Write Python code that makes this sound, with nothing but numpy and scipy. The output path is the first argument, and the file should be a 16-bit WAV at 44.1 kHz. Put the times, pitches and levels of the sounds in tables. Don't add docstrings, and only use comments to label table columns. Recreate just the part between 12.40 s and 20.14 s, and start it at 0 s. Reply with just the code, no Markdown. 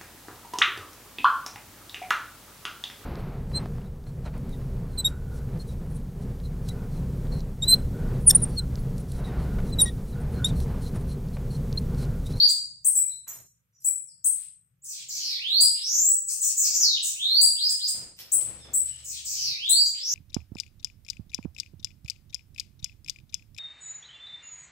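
import sys
import numpy as np
from scipy import signal
from scipy.fft import rfft, irfft
from scipy.io import wavfile
from scipy.ndimage import uniform_filter1d, minimum_filter1d

SR = 44100
rng = np.random.default_rng(int(sys.argv[2]) if len(sys.argv) > 2 else 0)


def invert_db(level):
    return 10 ** (np.asarray(level, dtype=float) / 20)


def transcribe(signal):
    frames = np.atleast_2d(signal).T
    limited = np.clip(frames, -1, 1)
    pcm = np.round(limited * 32767).astype(np.int16)
    wavfile.write(sys.argv[1], SR, pcm)


N = 341334
LEAD = SR // 4

# (time [s], left minus right [dB])
FACING = [(0.05, 1.5), (2.5, 0.5), (2.89, 1), (3.021, -4), (3.859, 4), (4.33, 1), (4.66, -0.5), (5.6, 0),
          (6.7, 3.5), (7.241, -1.5), (7.74, 2)]
# (start [s], length [s], low pitch [Hz], top pitch [Hz], peak level [dB])
WHISTLES = [
    (-.21, 0.285, 1904, 4824, -25),
    (2.958, 0.3, 1750, 4920, -27),
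    (5.149, 0.13, 2410, 5057, -28),
    (5.383, 0.082, 2500, 5064, -31.5),
    (7.138, 0.3, 1900, 4835, -28),
]
WHISTLE_BEND, SWELL_DB, SWELL_BEND, SLOPE_DB = 2.2, -24.5, 3.47, -8.5
# (start [s], top pitch [Hz], level [dB], change towards the top [dB])
FLICKS = [
    (0.076, 9810, -30.5, 0),
    (5.281, 9740, -30.5, 1.5),
    (5.464, 9710, -31, 3),
]
FLICK_S, FLICK_HZ, FLICK_BEND, FLICK_SWING_HZ, FLICK_SOFT_DB = 0.036, 5000, 0.82, 350, -15.5
# (start [s], length [s], first pitch [Hz], last pitch [Hz], level [dB])
UNDERTONES = [
    (2.792, 0.15, 3130, 2166, -53),
    (6.956, 0.19, 3135, 2320, -52.5),
]
UNDERTONE_SWING_HZ, UNDERTONE_DIP_DB = 200, -8.5
# (time from start [s], pitch [Hz], effort [dB], buzz swing [Hz])
OPENING = [(0, 6470, -16, 200), (.012, 7970, -14.5, 150), (.028, 7880, 2, 292), (.038, 5000, -13, 394),
           (.05, 7700, -1.5, 1150), (.09, 7100, -1.5, 1800), (.14, 6250, -14.5, 2480),
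           (.21, 5490, -18.5, 2710)]
CHURR = [(0, 8300, -8.5, 296), (.014, 7315, -1, 690), (.025, 4300, -7.5, 400), (.036, 6900, -5, 1200),
         (.075, 6317, -5.5, 1660), (.12, 5690, -7.5, 1540), (.155, 5274, -2, 874), (.23, 4750, -1.5, 850),
         (.295, 3800, -7.5, 505)]
RASP = [(0, 2918, -7.5, 913), (.075, 4470, 2, 868)]
CLIMB = [(0, 4700, -25.5, 67), (.055, 5427, -8.5, 190), (.11, 6004, -6, 680), (.16, 6567, -3, 910),
         (.21, 6986, -0.5, 250), (.25, 7480, -1, 80), (.3, 7805, 1, 4.9), (.35, 7930, -0.5, 7.6)]
STUTTER = [(0, 8000, -14, 60), (.018, 7790, 1, 100), (.028, 4273, -17, 290), (.04, 7300, -5.5, 1510),
           (.07, 7800, -16, 1800), (.11, 7340, -11, 1480)]
TSIP = [(0, 8000, -16, 8), (.015, 7995, -3.5, 24), (.034, 5400, -18, 240), (.042, 7790, -5, 1180),
        (.075, 7680, -16, 1800), (.11, 7220, -24, 2360)]
DRAWL = [(0, 7600, -11, 398), (.02, 7926, -1, 850), (.06, 7450, -7.5, 1240), (.1, 6910, -7.5, 1690),
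         (.14, 6500, -17, 1700), (.18, 6284, -18, 1510), (.195, 6930, -4.5, 1200), (.23, 7180, -3.5, 710)]
PLUNGE = [(0, 7360, -2, 210), (.028, 5580, -0.5, 33), (.058, 4425, -3, 25), (.095, 3934, -10, 14),
          (.14, 3696, -8.5, 60), (.158, 3600, -14, 60), (.175, 2900, -11.5, 150), (.195, 2680, -39, 150)]
STAIR = [(0, 2400, -34, 180), (.04, 2964, -26.5, 73), (.066, 3400, -12.5, 40), (.078, 3604, -8.5, 47),
         (.13, 3927, -11.5, 210), (.175, 4260, -7.5, 10), (.24, 4649, -2.5, 12), (.305, 4814, -3.5, 6.1)]
HOOK = [(0, 5000, -7, 60.4), (.012, 6680, -4.5, 150), (.022, 7390, 1, 150), (.04, 7600, -6, 301)]
# (shape, start [s], level [dB], pace [factor], pitch [factor])
VERSES = [(OPENING, 2.416, -46, 1.01, 0.99), (CHURR, 2.6806, -38, 1.01, 0.95),
          (RASP, 3.345, -46, 1.01, 1.03), (RASP, 7.535, -48, 0.95, 0.98), (CLIMB, 3.39, -28.5, 1.01, 1.001),
          (STUTTER, 3.862, -32, 1.2, 1.008), (TSIP, 4.003, -22.5, 1.001, 1.007),
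          (DRAWL, 4.162, -26, 0.93, 0.94), (PLUNGE, 4.393, -26, 1.02, 1.001),
          (TSIP, 4.62, -26.5, 0.89, 1.001), (STAIR, 4.745, -23.5, 1.001, 1.001),
          (OPENING, 6.624, -44, .85, 1), (CHURR, 6.843, -36.5, 0.98, 1.037),
          (HOOK, 7.449, -37, 1.001, 1.001), (CLIMB, 7.585, -29, 1.001, 1.001)]
RUSH_DB, RUSH_HZ_PER_S = 16.5, 82000
TURN_DIP_DB = -10
# (start [s], length [s], first pitch [Hz], last pitch [Hz], level [dB])
OVERPEEPS = [
    (2.432, .03, 9510, 9330, -48.5),
    (3.853, 0.038, 8970, 9400, -49),
    (4.617, .035, 9660, 9720, -38.5),
    (6.638, 0.028, 9500, 9450, -50),
]
# (start [s], upper voice [dB], its top pitch [Hz], lower voice [dB], its pitch [Hz])
CHIPS = [
    (0.446, -25, 11430, -23, 8150),
    (0.549, -30, 10820, -23.5, 7728),
    (1.443, -29.5, 11140, -27.5, 7723),
    (1.843, -25, 11340, -25.5, 8060),
    (3.205, -20.5, 11040, -24.5, 7820),
    (3.896, -38, 11600, -37, 8380),
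    (5.011, -20.5, 10970, -25, 7710),
    (5.918, -24, 11030, -26, 7880),
    (6.334, -31, 10690, -25, 7785),
    (7.291, -23, 11050, -25, 7680),
]
CALLER_PAN_DB = 6.5
# (start [s], length [s], first pitch [Hz], last pitch [Hz], level [dB])
FAR_BIRDS = [
    (0.677, 0.07, 3920, 4090, -56.5),
    (0.559, 0.038, 2440, 2310, -62.5),
    (1.448, 0.038, 2460, 2310, -67.5),
    (1.65, 0.078, 6400, 4040, -67.5),
    (5.77, 0.08, 5500, 5050, -60),
    (6.188, 0.065, 5520, 4950, -62),
    (6.17, 0.14, 3700, 3340, -62),
    (6.42, 0.2, 2930, 2960, -61),
]
# (start [s], length [s], wires [dB], scrape [dB], wires nearest the grip [Hz])
HOPS = [(0.535, 0.039, -46.5, -81, 12500), (0.72, 0.027, -59, -80, 5400), (0.864, 0.077, -45.5, -82, 13350),
        (0.872, 0.044, -49.5, -80, 7000), (0.921, 0.032, -50, -76, 8640), (0.926, 0.057, -59, -88, 4160),
        (1.32, 0.059, -65, -99.5, 6100), (1.398, .04, -59, -99, 5100), (1.399, 0.054, -56, -99, 7900),
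        (0.897, 0.042, -58, -90, 5740), (1.395, 0.046, -51.5, -82, 11600), (1.912, 0.15, -91.5, -64, 6060),
        (2.194, .03, -80, -99, 14000), (5.52, 0.11, -65, -61, 9000), (5.763, 0.041, -48.5, -55, 13700),
        (5.855, 0.44, -75, -64, 8950), (6.271, 0.42, -82, -63, 9000)]
# (pitch [Hz], width [Hz], level [dB])
WIRES = [(4120, 220, -8.5), (5090, 110, -5.5), (5855, 170, -0.5), (6740, 110, -6.5), (7620, 200, -3),
         (4520, 130, -15), (6980, 250, -4), (8900, 400, 2.5), (10400, 160, -7), (11600, 400, -6),
         (12500, 120, -3.5), (13900, 130, -7), (15100, 200, -5)]
# (frequency [Hz], density [dB per Hz])
SCRAPE = [(120, -40.5), (200, -14.5), (4040, -11), (4680, -12), (5730, -10.5), (6280, -15.5), (8900, -15),
          (10500, -11), (12400, -23), (16000, -29)]
# (start [s], length [s], level [dB], centre [Hz])
WINGS = [(0.86, 0.22, -54.5, 1020), (3.6, 0.1, -69.5, 1000), (4.503, 0.31, -73, 714),
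         (5.134, 0.18, -70, 1500), (5.38, 0.11, -71, 1530), (7.662, 0.089, -66.5, 610),
         (5.529, 0.25, -50, 362), (5.782, 0.22, -58, 470), (5.927, 0.24, -48, 350), (6.057, 0.23, -49, 334),
         (6.236, 0.27, -49.5, 400), (6.535, 0.27, -68, 284)]
WING_RISE_S, WING_FADE_DB, WING_SINK = 0.017, -23.5, 0.85
# (start [s], length [s], pitch [Hz], level [dB])
KNOCKS = [
    (0, 0.076, 510, -74),
    (0.686, 0.085, 740, -78),
    (3.495, 0.12, 506, -60),
    (6.6, 0.15, 540, -71),
    (7.593, 0.11, 516, -60.5),
]
# (time [s], level [dB])
HUM = [(0.0, -76), (1.03, -78), (1.31, -89.5), (1.79, -85.5), (3.34, -77.5), (3.38, -83), (4.4, -75.5),
       (5.5, -87), (5.58, -69), (6.03, -75.5), (6.08, -61), (6.36, -57.5), (7.61, -78.5), (7.74, -90.5)]
# (pitch [Hz], width [Hz], level [dB])
DRONE = [(114.4, 19, -1), (129, 26, -3), (164, 15, -7)]
HUM_DB, DRONE_DB, DRONE_FOLLOWS = 6.5, -66.5, 0.55
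# (time [s], level over the drone [dB])
THUMPS = [
    (.34, 4.5),
    (.99, 12),
    (3.62, 5),
    (5.6, 12.5),
    (6.08, 9),
    (7.09, 8.5),
    (7.73, 3),
]
THUMP_S = 0.054
# (frequency [Hz], density [dB per Hz])
FLOOR = [(12, -72), (20, -6.5), (104, -7.5), (262, -35), (472, -15), (642, -26), (1220, -22), (4540, -44),
         (13900, -31.5), (16000, -44)]
FLOOR_DB = -85.5
# (frequency [Hz], time to fall 60 dB [s])
ROOM = [(300, 0.067), (2000, 0.6), (3500, 0.59), (5000, 0.57), (8000, 0.51), (12000, 0.39), (16000, 0.38)]
ECHO_S, ECHO_DB = 0.0145, -6.5
EARLY_GAIN, EARLY_S = 0.59, 0.028
GATE_DB = -108
# (frequency [Hz], gain [dB])
MIC = [(1000, -4), (2500, 8), (5000, 9.5), (8000, 8.5), (10000, 3.5), (12000, 8.5), (14500, 7.5),
       (16000, 9.5)]
EDGE_HZ = 15850
CEILING = 0.74
UNDER_DB, UNDER_SLOPE_DB, CHANCE_DB, LOW_HZ = 49, 0.9, 7.5, 900
NEIGHBOUR_DB = 38
SPARSE_DB, SPARSE_HZ, SPARSE_WIDTH_HZ = 2.5, 3900, 1700


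def evened(x):
    return x / np.sqrt(np.mean(x ** 2) + 1e-20)


def read(points, hz):
    f, value = np.transpose(points)
    return np.interp(np.log(hz + 1), np.log(f + 1), value)


def add(mix, s, sound):
    part = mix[..., round(s * SR):][..., :sound.shape[-1]]
    part += sound[..., :part.shape[-1]]


def coloured(x, points):
    n = x.shape[-1]
    return irfft(rfft(x) * invert_db(read(points, np.fft.rfftfreq(n, 1 / SR))), n)


def resonate(x, hz, width):
    turn = np.exp(2j * np.pi * np.cumsum(hz * np.ones(x.shape[-1])) / SR)
    r = np.exp(-np.pi * width / SR)
    return 2 * (turn * signal.lfilter([1 - r], [1, -r], x / turn)).real


def resonate_twice(x, hz, width, second_width):
    return resonate(resonate(x, hz, width), hz, second_width)


def sides(pan_db):
    return invert_db(np.array([pan_db, -pan_db]) / 2)


def partial(hz, order=1):
    wave = np.sin(2 * np.pi * order * np.cumsum(hz) / SR)
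    return np.sqrt(2) * wave * (order * hz < SR / 2 - 1000)


def singer():
    voice = np.zeros(N + LEAD)
    for rule, table in (whistle, WHISTLES), (flick, FLICKS), (undertone, UNDERTONES), (syllable, VERSES):
        for row in table:
            rows = rule(*row)
            add(voice, rows[0][0] + LEAD / SR, note(rows))
    return voice * sides(np.interp(np.arange(-LEAD, N) / SR, *np.transpose(FACING)))


def whistle(start, length, low_hz, top_hz, db):
    left = np.linspace(1, 0, num=12)
    hz = top_hz - (top_hz - low_hz) * left ** (WHISTLE_BEND - 1.9 * length)
    level_db = db + SWELL_DB * left ** SWELL_BEND + SLOPE_DB * left
    return np.transpose([start + length * (1 - left), hz, level_db, 0 * left])


def flick(start, top_hz, db, change_db):
    u = np.linspace(0, 1, num=9)
    hz = FLICK_HZ + (top_hz - FLICK_HZ) * u ** FLICK_BEND
    level_db = db + FLICK_SOFT_DB * np.clip(1 - u / 0.52, 0, 1) + change_db * np.clip(u - 0.4, 0, 1) / 0.6
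    return np.transpose([start + FLICK_S * u, hz, level_db, FLICK_SWING_HZ * u])


def undertone(start, length, first_hz, last_hz, db):
    u = np.linspace(0, 1, num=3)
    hz = first_hz + (last_hz - first_hz) * u
    level_db = db + UNDERTONE_DIP_DB * np.sin(np.pi * u)
    return np.transpose([start + length * u, hz, level_db, UNDERTONE_SWING_HZ + 0 * u])


def syllable(shape, start, db, pace, pitch):
    return np.array(shape) * [pace, pitch, 1, 1] + [start, 0, db, 0]


def note(rows):
    s, *columns = np.transpose(rows)
    t = np.arange(s[0], s[-1], 1 / SR)
    hz, level_db, swing_hz = (uniform_filter1d(np.interp(t, s, c), 200, mode="nearest") for c in columns)
    wander = evened(uniform_filter1d(rng.standard_normal(len(t)), 150))
    shake = np.sin(2 * np.pi * np.cumsum(330 * (1 + 0.25 * wander)) / SR)
    low_hz, rasp_fall_db = 1500 + 0.15 * hz, 5.74 * hz / 1000
    rush_db = RUSH_DB * np.clip(abs(np.gradient(hz)) * SR / RUSH_HZ_PER_S, 0, 1)
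    hz = hz * (1 + 0.0015 * wander) + swing_hz * shake
    harsh_db = 11.14 * swing_hz / 1000
    edge_db = 0.19 * (level_db - level_db.max())

    second_db = -41.0 + 3.5 * hz / 1000 + 0.51 * harsh_db + edge_db
    third_db = -23.5 + 0.33 * harsh_db + 2.2 * edge_db
    tone = partial(hz) + invert_db(second_db) * partial(hz, order=2) + invert_db(third_db) * partial(hz, order=3)
    tone = tone * invert_db(TURN_DIP_DB * (shake ** 2 - 0.3453) * np.clip(swing_hz / 600, 0, 1))

    air = rng.standard_normal((2, len(t)))
    halo = evened(resonate(resonate_twice(air[0], hz, 1800, 1800), hz, 1800))
    throat = resonate(resonate(air[0], 1390, 900), 1500, 1200)
    hiss = np.diff(air[1], prepend=0) + 0.64 * throat
    breath = invert_db(-24 + 1.2 * harsh_db) * halo + invert_db(-29.5 + 0.32 * edge_db + rush_db) * hiss
    rasp_db = -13.5 + 1.51 * harsh_db - rasp_fall_db
    rasp = invert_db(rasp_db) * evened(resonate_twice(air[1], low_hz, 710, 800))
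    return invert_db(level_db) * (tone + breath + rasp) * signal.windows.tukey(len(t), min(1, 700 / len(t)))


def caller():
    out = np.zeros((2, N))
    for s, *shape in CHIPS:
        add(out, s, chip(*shape, CALLER_PAN_DB))
    return out


def chip(upper_db, top_hz, lower_db, lower_hz, pan_db):
    t = np.arange(0, 0.045, 1 / SR)
    left_s = t[-1] - t
    climb = np.clip(t / 0.022, 0, 1)
    upper_hz = 5800 + (top_hz - 5800) * climb ** 0.6
    bend = 1 - 0.035 * np.exp(-t / 0.01417) + 0.03623 * np.sin(np.pi * t / t[-1])
    tremble = 1 + 0.022 * invert_db(upper_db - lower_db) * np.sin(2 * np.pi * 400 * t)
    held_hz = lower_hz * bend * tremble

    upper = invert_db(upper_db) * np.clip(t / 0.011, 0, 1) ** 0.7 * np.clip(2.17 * (1 - climb), 0, 1) ** 0.52
    upper = upper * (1 + 0.94 * np.sin(2 * np.pi * 330 * t))
    onset = 0.11 * np.clip(t / 0.0068, 0, 1) + 0.57 * np.clip(t / 0.0058, 0, 1) ** 2.1
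    lower = invert_db(lower_db) * onset * np.clip(left_s / 0.0045, 0, 1)
    tone = upper * (partial(upper_hz) + invert_db(-6.5) * partial(upper_hz, order=2))
    tone = tone + lower * (partial(held_hz) + invert_db(-29.5) * partial(held_hz, order=2))
    shelf = invert_db(1.6 * lower_db - 0.6 * upper_db - 21.0)
    shelf = shelf * np.clip((t - 0.02) / 0.004, 0, 1) * np.clip(left_s / 0.008, 0, 1)
    tone = tone + shelf * partial(0.966 * upper_hz)

    difference = invert_db(-38.5) * partial(upper_hz - held_hz)
    total = invert_db(-19.0) * partial(upper_hz + held_hz)
    mixed = np.sqrt(upper * lower) * (difference + total)
    air = rng.standard_normal(len(t))
    snap = invert_db(lower_db - 20.0) * np.exp(-t / 0.22) * evened(resonate_twice(air, 14200, 3030, 3030))
    husk = invert_db(lower_db - 36.0) * np.hanning(len(t)) * evened(resonate_twice(air, 5700, 900, 1200))
    return sides(pan_db)[:, None] * (tone + mixed + snap + husk)


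def peeps(table):
    out = np.zeros((2, N))
    for s, length, first_hz, last_hz, db in table:
        hz = np.linspace(first_hz, last_hz, round(length * SR))
        peep = evened(resonate_twice(rng.standard_normal((2, len(hz))), hz, 90, 130))
        add(out, s, invert_db(db) * peep * np.hanning(len(hz)))
    return out


def cage():
    force_db = 6.45 * np.minimum(rng.exponential(1, N), 5)
    happens = rng.random(N) < 1500 / SR
    ticks = evened(rng.standard_normal(N) * invert_db(force_db) * happens)
    ring, scrape = np.zeros((len(WIRES), N)), np.zeros(N)
    wire_hz = np.array(WIRES)[:, :1]
    for s, length, wires_db, scrape_db, near_hz in HOPS:
        grip = signal.windows.tukey(round(length * SR), 0.3)
        add(ring, s, invert_db(wires_db - 150 * np.log2(wire_hz / near_hz) ** 2) * grip)
        add(scrape, s, invert_db(scrape_db) * grip)
    out = scrape * evened(coloured(ticks, SCRAPE))
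    for force, (hz, width, db) in zip(ring * ticks, WIRES):
        ringing = resonate_twice(force, hz, 1.05 * width, 0.73 * width)
        out = out + invert_db(db) * np.sqrt(SR / width) / 3 * ringing
    return out


def wings():
    out = np.zeros((2, N))
    for s, length, db, centre_hz in WINGS:
        t = np.arange(0, length, 1 / SR)
        air = rng.standard_normal(len(t)) + 1.13 * rng.standard_normal((2, len(t)))
        hz = centre_hz * (1 - WING_SINK * (t / length) ** 2)
        beats = 1 + 0.16 * np.sin(2 * np.pi * 22 * t)
        air = evened(resonate_twice(air, hz, 1220, 770)) * beats
        shape = np.clip(t / WING_RISE_S, 0, 1) ** 2 * invert_db(db + WING_FADE_DB * (t / length) ** 3.2)
        add(out, s, shape * air * signal.windows.tukey(len(t), 0.05))
    return out


def knocks():
    out = np.zeros((2, N))
    for s, length, hz, db in KNOCKS:
        air = rng.standard_normal((3, round(length * SR)))
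        knock = evened(resonate_twice(air[0] + 0.598 * air[1:], hz, 110, 160))
        add(out, s, invert_db(db) * knock * np.hanning(air.shape[1]))
    return out


def hum():
    t = np.arange(N) / SR
    low_db = np.interp(t, *np.transpose(HUM)) + HUM_DB
    upper_db = DRONE_DB + DRONE_FOLLOWS * (low_db - low_db.mean())
    upper_db = upper_db + sum(db * np.exp(-((t - s) / THUMP_S) ** 2) for s, db in THUMPS)
    air = rng.standard_normal(N) + 0.4 * rng.standard_normal((2, N))
    low = 0.41 * evened(resonate(resonate(air, 68, 14), 61, 20)) + 0.78 * partial(np.full(N, 68.0))
    upper = evened(sum(invert_db(db) * resonate_twice(air, hz, width, 2 * width) for hz, width, db in DRONE))
    lines = (invert_db(low_db) * low + invert_db(upper_db) * upper) * sides(2.0)[:, None]
    above = [(hz, db - 40 * (hz < 200)) for hz, db in FLOOR]
    return lines + invert_db(FLOOR_DB) * evened(coloured(rng.standard_normal((2, N)), above))


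def room(x, direct_db=-6.5):
    n = x.shape[1]
    turn = np.pi * np.arange(n) / SR * 0.7
    out = invert_db(direct_db) * x
    out = out + invert_db(ECHO_DB) * np.roll(out, round(ECHO_S * SR), axis=1)
    out[1] = np.roll(out[1], 6)
    for k in range(3):
        taps = np.zeros((2, SR))
        at = np.arange(120, SR - 10, 10) + rng.integers(0, 10, (2, (SR - 121) // 10))
        np.put_along_axis(taps, at, rng.choice([-1., 1.], at.shape), 1)
        hz, t, z = signal.stft(taps, SR, nperseg=128)
        z = z * invert_db(-60 * t / read(ROOM, hz)[:, None]) * np.clip(t / 0.011, 0.2, 1)
        z = z * (1 + EARLY_GAIN * np.exp(-t / EARLY_S))
        z = z * np.exp(-(t / 0.5) ** 3)
        tail = signal.istft(z, SR, nperseg=128)[1]
        share = np.sqrt(2 / 3) * np.cos(turn + k * np.pi / 3)
        out = out + signal.fftconvolve(x * share, tail / np.linalg.norm(tail[0]), axes=1)[:, :n]
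    return out


def gated(x):
    z = signal.stft(x, SR, nperseg=512)[2]
    power = uniform_filter1d(abs(z) ** 2, size=5, axis=2)
    z = z * (power / (power + invert_db(2 * GATE_DB))) ** 2
    return signal.istft(z, SR, nperseg=512)[1][:, :N]


def limited(x):
    peak = -minimum_filter1d(-abs(x).max(0), size=1200)
    return x * uniform_filter1d(np.minimum(1, CEILING / (peak + 1e-9)), size=600)


def thinned(x):
    hz, t, z = signal.stft(x, SR, nperseg=1024)
    bands = abs(z[:, :512].reshape(2, 128, 4, -1)) ** 2
    band_hz = hz[2:512:4, None]
    level_db = 10 * np.log10(uniform_filter1d(bands.mean(2), size=4, axis=2) + 1e-14)
    luck = uniform_filter1d(rng.standard_normal((2, 64, len(t))), size=5, axis=2)
    luck = evened(luck.repeat(2, axis=1))
    over_loudest_db = level_db - level_db.max(1, keepdims=True) + UNDER_DB
    over_neighbour_db = level_db + minimum_filter1d(-level_db, size=21, axis=1) + NEIGHBOUR_DB
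    margin_db = np.minimum(over_loudest_db, over_neighbour_db) + CHANCE_DB * luck
    margin_db = margin_db - UNDER_SLOPE_DB * band_hz / 1000
    margin_db = margin_db - SPARSE_DB * np.exp(-((band_hz - SPARSE_HZ) / SPARSE_WIDTH_HZ) ** 2)
    keep = np.repeat(np.clip(margin_db * 2 + 0.5, 0.01, 1), 4, axis=1)
    keep = np.where(hz[:512, None] > LOW_HZ, keep, 1)
    keep = np.pad(keep, ((0, 0), (0, 1), (0, 0)))
    return signal.istft(z * keep, SR, nperseg=1024)[1][:, :N]


def scene():
    after_lead = caller() + peeps(FAR_BIRDS) + peeps(OVERPEEPS) + cage()
    near = singer() + np.pad(after_lead, ((0, 0), (LEAD, 0)))
    return gated(room(near)[:, LEAD:]) + wings() + knocks() + hum()


def low_pass(x):
    return signal.sosfilt(signal.butter(12, 16640, fs=SR, output="sos"), x)


def record(dry):
    edge = signal.firwin(401, EDGE_HZ, window=("kaiser", 7), fs=SR)[None]
    dry = dry * np.clip(np.arange(N) / 80, 0, 1)
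    heard = signal.oaconvolve(coloured(dry, MIC), edge, "same")
    mix = thinned(limited(heard))
    return low_pass(mix)


dry = scene()
out = record(dry)
transcribe(out)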